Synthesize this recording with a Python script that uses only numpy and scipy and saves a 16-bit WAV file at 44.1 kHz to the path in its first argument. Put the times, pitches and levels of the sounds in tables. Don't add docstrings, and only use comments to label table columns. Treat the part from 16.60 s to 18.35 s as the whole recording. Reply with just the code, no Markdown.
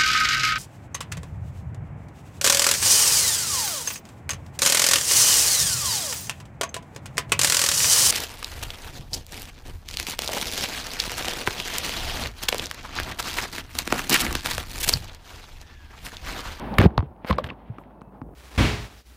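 import sys
import numpy as np
from scipy import signal
from scipy.fft import rfft, irfft
from scipy.io import wavfile
from scipy.ndimage import uniform_filter1d

SR = 44100
rng = np.random.default_rng(int(sys.argv[2]) if len(sys.argv) > 2 else 0)


def materialize(psi):
    bounded = np.clip(np.atleast_2d(psi).T, -1, 1)
    quanta = np.round(bounded * 32767).astype(np.int16)
    wavfile.write(sys.argv[1], SR, quanta)


def attenuation_scalar(level_db):
    decades = np.asarray(level_db, float) / 20
    return 10 ** decades


N = 77175


def read(points, hz):
    point_hz, point_db = np.transpose(points)
    return np.interp(np.log(hz + 1), np.log(point_hz + 1), point_db)


def equalize(points, x):
    return irfft(rfft(x) * attenuation_scalar(read(points, np.fft.rfftfreq(N, 1 / SR))), N)


def coloured(points, x):
    y = equalize(points, x)
    return y / np.std(y)


def add(mix, start_s, sound):
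    part = mix[round(start_s * SR):][:len(sound)]
    part += sound[:len(part)]


def ring(hz, t60, rise):
    t = np.arange(round(0.3 * SR)) / SR
    swell = 1 - np.exp(-t / rise)
    return np.sin(2 * np.pi * hz * t) * attenuation_scalar(-60 * t / t60) * swell


def wobble(size, db):
    w = uniform_filter1d(uniform_filter1d(rng.standard_normal(N), size), size)
    return attenuation_scalar(db * w / np.std(w))


def spell(start, end, fade, db):
    return attenuation_scalar(db) * np.interp(np.arange(N) / SR, [start, start + fade, end - fade, end], [0, 1, 1, 0])


def level_curve(points):
    return attenuation_scalar(np.interp(np.arange(N) / SR, *np.transpose(points)))


def room():
    # frequency in Hz, density in dB per Hz.
    air_spectrum = [(18, -29.5), (30, -8), (76, -2), (118, -0.5), (223, 4), (423, -5.5), (858, -2.5),
                    (2000, -28.5), (7000, -52.5), (9100, -83.5), (15400, -120)]
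    # time in seconds, gain in dB.
    gain_points = [(0, 10.5), (.16, 14), (.2, 15), (.3, 6), (.39, -1), (.5, -3), (.64, -2.5), (.8, 1.5),
                   (.95, -1), (1.55, -4), (1.75, -8)]
    hum_hz, hum_width_hz = 52.8, 9
    t = np.arange(N) / SR
    pole = np.exp(-np.pi * hum_width_hz / SR)
    noise = rng.standard_normal(N) + 1j * rng.standard_normal(N)
    drift = signal.lfilter([1 - pole], [1, -pole], noise)
    hum = (np.exp(2j * np.pi * hum_hz * t) * (1 + 0.12 * drift / np.std(drift))).real
    air = coloured(air_spectrum, rng.standard_normal(N)) * wobble(size=900, db=1.5)
    return level_curve(gain_points) * (attenuation_scalar(-46) * air + attenuation_scalar(-47) * hum)


def self_noise():
    # time in seconds, level in dB.
    hiss_points = [(0, -65), (.17, -61), (.3, -78), (1.4, -79.5), (1.75, -73)]
    spectrum = [(3000, -37.0), (7000, -4), (10000, -7.0), (16000, -6.0)]  # Hz, dB per Hz
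    return level_curve(hiss_points) * coloured(spectrum, rng.standard_normal(N))


def sleeve():
    # frequency in Hz, density in dB per Hz.
    cloth_spectrum = [(600, -28.5), (1500, 6), (2100, 2), (2700, 0), (3500, -4.5), (5000, -22), (7500, -28),
                      (16000, -47)]
    # start in seconds, end in seconds, fade in seconds, level in dB.
    rustle_spells = [
        (-.1, 0.224, 0.02, -49.5),
        (0.236, 0.479, 0.019, -65.5),
        (0.609, 0.661, 0.057, -54),
        (0.698, 0.848, 0.013, -56.5),
        (0.895, 1.412, 0.21, -66),
        (0.867, 0.946, 0.027, -56.5),
        (0.887, 1.107, 0.14, -74),
    ]
    cloth = coloured(cloth_spectrum, rng.standard_normal(N)) * wobble(size=400, db=1.5)
    return sum(spell(*row) for row in rustle_spells) * cloth


def rubs():
    # start in seconds, rise in seconds, fall in seconds, body in dB, hiss in dB.
    strokes = [(-.1, .12, .2, -50, -80), (0.184, 0.0013, 0.0039, -13.5, -30.5),
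               (0.1889, 0.00083, 0.00095, -19, -31), (0.1943, .002, 0.0018, -32, -47),
               (0.197, 0.0028, 0.025, -22.5, -50), (0.214, 0.015, 0.051, -25.5, -50),
               (0.651, 0.035, 0.03, -35, -52.5), (0.691, 0.016, 0.0099, -26.5, -52),
               (0.714, 0.0082, 0.04, -38, -72), (0.782, 0.0018, 0.0038, -30, -53),
               (0.788, 0.0032, 0.029, -44, -66), (0.837, 0.0028, 0.026, -38, -59),
               (0.857, 0.013, 0.015, -43, -62), (0.885, 0.0049, 0.01, -44, -85),
               (0.897, 0.0021, 0.0023, -42, -79), (0.9003, 0.00089, 0.0079, -38, -79),
               (1.19, 0.0053, 0.043, -77, -69.5)]
    # frequency in Hz, density in dB per Hz.
    body_spectrum = [(250, -38), (500, 14.5), (1000, 9), (1700, 8.5), (3000, 4), (4800, -4.5),
                     (7500, -21.5), (16000, -100)]
    # frequency in Hz, density in dB per Hz.
    hiss_spectrum = [(4000, -37), (6000, -6), (7500, 8.5), (9500, -2), (14000, 4.5), (16000, -9)]
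    dull_hz, brighten = 2000, 0.81
    t = np.arange(N) / SR
    slips = (rng.random(N) < 1500 / SR) * rng.random(N)
    grain = rng.standard_normal(N) * (1 + 3 * slips) * wobble(size=40, db=2)
    body, hiss = coloured(body_spectrum, grain), coloured(hiss_spectrum, grain)
    treble = signal.sosfiltfilt(signal.butter(2, dull_hz, "high", fs=SR, output="sos"), body)
    dull = body - treble
    out = np.zeros(N)
    for start, rise, fall, db, hiss_db in strokes:
        ramp = np.interp(t, [start, start + rise, start + rise + fall], [0, 1, 0])
        pressure = np.sin(np.pi / 2 * ramp) ** 1.2
        skin = dull + pressure ** brighten * treble
        out += pressure * (attenuation_scalar(db) * skin + attenuation_scalar(hiss_db) * hiss)
    return out


def ticks():
    # start in seconds, level in dB, pitch in Hz.
    tick_events = [(0.141, -21, 4060), (0.23, -25, 3030), (0.2595, -18.5, 3970), (.306, -32.5, 1460),
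                   (0.3784, -5, 3800), (.3900, -22, 2000), (0.3917, -27.5, 3460), (0.4052, -30, 3240),
                   (0.1829, -15.5, 1520), (.1848, -2, 8800), (0.1846, -8, 2130), (0.188, -22, 2500),
                   (0.215, -23, 2340), (0.393, -19.5, 980), (.6875, -17.5, 4500), (0.708, -31, 2640),
                   (0.7282, -12, 3520), (.7855, -18, 4070), (.7928, -21, 3280), (0.8423, -17, 3100),
                   (.8645, -27, 2800), (0.8756, -38, 3300), (.9048, -22.5, 2000), (1.309, -40.5, 1120),
                   (.6468, -21.5, 2000), (.6516, -25.5, 2200), (1.1866, -36.5, 2000), (.8452, -31, 1520),
                   (1.4172, -38, 2000), (0.378, -21, 11500), (.2005, -19.5, 2600), (.2055, -21.5, 5000),
                   (.2405, -25.5, 3000), (0.4058, -19, 970), (0.4257, -43, 3170), (0.4268, -27, 1096),
                   (.446, -49.5, 3150), (0.564, -48, 2540), (0.6453, -55, 6000), (0.7345, -31, 2200),
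                   (0.738, -38, 8000), (.759, -32, 7700), (.766, -34, 2060), (.838, -39, 2050),
                   (0.869, -27, 2920), (0.8889, -24, 1800), (0.8985, -25.5, 2000), (1.2377, -36.5, 2000),
                   (1.411, -41.5, 4033), (1.573, -55, 2500), (1.66, -56, 1219), (1.687, -49, 1503),
                   (1.737, -41, 1236)]
    out, t = np.zeros(N), np.arange(500) / SR
    for start, db, hz in tick_events:
        cycles = ring(hz, t60=7 / hz, rise=0.00012)[:len(t)]
        puff = uniform_filter1d(rng.standard_normal(len(t)), size=6) * attenuation_scalar(-60 * t / 0.002)
        add(out, start, attenuation_scalar(db) * (cycles + 0.071 * puff))
    return out


def grip():
    # frequency in Hz, density in dB per Hz.
    grip_spectrum = [(35, -25), (55, -1), (200, 1.5), (450, -5.5), (900, -20), (2000, -58), (16000, -100)]
    # start in seconds, end in seconds, fade in seconds, level in dB.
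    grip_spells = [
        (0.181, 0.276, 0.0096, -19),
        (0.269, 0.491, 0.042, -42.5),
        (0.712, 0.932, 0.01, -39.5),
        (1.592, 1.85, 0.036, -45.5),
    ]
    lumps = coloured(grip_spectrum, rng.standard_normal(N) * wobble(size=200, db=3.5))
    return sum(spell(*row) for row in grip_spells) * lumps


def knocks():
    knock_starts = [.1839, .2015, .2149, .2581, .3794, .6467, .6515, .6972, .7035, .7092, .7288, .7830,
                    .7846, .7856, .7950, .8422, .8912, .9021, .9108, .9165, .9225, 1.1842, 1.4168, 1.6164]
    # ring level in dB, ring pitch in Hz, decay t60 in seconds, crack level in dB.
    knock_rows = [(-3, 904, 0.0096, -8.5), (-12.5, 400, 0.023, -32), (-21.5, 1260, 0.034, -10),
                  (-3, 690, 0.0094, -33), (6, 983, 0.0044, -37), (-15, 700, 0.0056, -48),
                  (-18, 960, 0.0043, -55), (-18.5, 510, 0.042, -32), (-17.5, 350, 0.023, -46),
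                  (-7, 1057, 0.017, -20.5), (-13, 1050, .01, -36), (-20, 1267, 0.0093, -29),
                  (-11.5, 520, 0.025, -47.5), (-7.5, 1120, .017, -58), (-21.5, 590, 0.056, -42),
                  (-32, 1315, 0.0096, -22), (-24, 3000, .007, -43), (-15.5, 2580, 0.0063, -43),
                  (-28.5, 1090, 0.021, -70), (-46, 450, 0.016, -62), (-26, 500, 0.013, -59),
                  (-23, 1220, 0.01, -40), (-20, 1080, 0.0051, -38), (-13, 980, 0.003, -53)]
    # ratio to the ring pitch, level in dB.
    wall_modes = [
        (1, 0),
        (1.9, -28),
        (3.4, -32.5),
        (4.3, -36),
    ]
    # frequency in Hz, density in dB per Hz.
    crack_spectrum = [(300, -15.5), (800, 11), (2000, 14), (4500, -13), (7600, -3.5), (10500, -16.5),
                      (14000, -21.5), (16000, -28)]
    out, t = np.zeros(N), np.arange(900) / SR
    noise = coloured(crack_spectrum, rng.standard_normal(N))
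    click = coloured(crack_spectrum, np.arange(N) == 0)
    snap = np.roll(click, 450)[:900] * np.hanning(900) ** 40
    snap = snap / abs(snap).max()
    crackle_shape = attenuation_scalar(-60 * t / 0.017) * (1 - np.exp(-t / 0.001735))
    for start, (db, hz, t60, crack_db) in zip(knock_starts, knock_rows):
        for ratio, mode_db in wall_modes:
            if hz * ratio < SR / 8:
                mode = ring(hz * ratio, t60 / ratio ** 0.5, rise=0.00049 / ratio)
                add(out, start, -attenuation_scalar(db + mode_db) * mode)
        crackle = crackle_shape * noise[round(start * SR):][:len(t)]
        add(out, start - 0.0008, attenuation_scalar(crack_db - 5.5) * crackle)
        add(out, start + 0.0006 - 450 / SR, -attenuation_scalar(crack_db + 6) * snap)
    return out


def thumps():
    # start in seconds, level in dB, pitch in Hz, decay t60 in seconds,
    # push direction (1 or -1).
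    thump_events = [(0.19, -2, 85, 0.076, 1), (0.19, -2.5, 196, 0.025, -1), (0.21, -2, 87, 0.039, 1),
                    (0.2411, 1.5, 220, 0.0098, 1), (0.26, 3.5, 170.2, 0.034, -1), (0.26, -7, 66, 0.097, 1),
                    (0.39, -9, 85, 0.092, 1), (0.38, -4, 140, 0.02, -1), (0.43, -22, 135, 0.083, -1),
                    (0.467, -30.5, 71, 0.15, 1), (1.641, -38.5, 52, 0.6, 1), (0.7032, -12.5, 199, 0.07, 1),
                    (.7130, -9.5, 73, 0.076, 1), (0.727, -19.5, 142, 0.095, 1),
                    (.866, -28.5, 106, 0.045, -1), (0.931, -43, 130, 0.048, 1),
                    (1.1, -22.5, 118, 0.076, -1), (0.86, -27, 126, 0.075, 1), (.51, -42, 120, .1, 1),
                    (0.7432, -22, 67, .1, 1), (0.8447, -19.5, 92, 0.048, 1), (1.103, -38.5, 109, 0.2, 1),
                    (1.185, -29.5, 304, 0.024, 1), (1.418, -27.5, 200, 0.018, -1),
                    (1.475, -32, 145, 0.033, 1), (1.618, -27.5, 253, 0.061, -1),
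                    (1.62, -27.5, 126, 0.053, 1), (0.6467, -21, 214, 0.021, 1)]
    out = np.zeros(N)
    for start, db, hz, t60, way in thump_events:
        add(out, start, np.sign(way) * attenuation_scalar(db) * ring(hz, t60, rise=0.00038))
    return out


def whine():
    tone = np.sin(2 * np.pi * 2610 * np.arange(N) / SR)
    return spell(start=1.2, end=1.5, fade=0.4, db=-73) * tone * wobble(size=300, db=2.5)


def small_room(hits):
    t = np.arange(8000) / SR
    dark = signal.lfilter([1], [1, -1.7, 0.73], rng.standard_normal(8000))
    tail = dark * attenuation_scalar(-60 * t / 0.095) * (t > 0.003)
    return signal.fftconvolve(hits, tail / np.linalg.norm(tail))[:N]


def scene():
    hits = rubs() + ticks() + knocks()
    background = room() + self_noise()
    handling = sleeve() + grip() + thumps() + whine()
    return (background + handling + hits + attenuation_scalar(-28.0) * small_room(hits))[None]


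def low_pass(x):
    return signal.sosfilt(signal.butter(12, 16500, fs=SR, output="sos"), x)


def record(dry):
    # frequency in Hz, gain in dB.
    mic_response = [(5000, 0), (6300, -4), (7500, -10), (9000, 0)]
    dipped = equalize(mic_response, dry)
    low_cut = signal.butter(4, 44, "high", fs=SR, output="sos")
    cut = signal.sosfiltfilt(low_cut, dipped)
    band_edge = signal.firwin(255, 16200, fs=SR)[None]
    return low_pass(signal.oaconvolve(cut, band_edge, "same"))


dry = scene()
out = record(dry)
materialize(out)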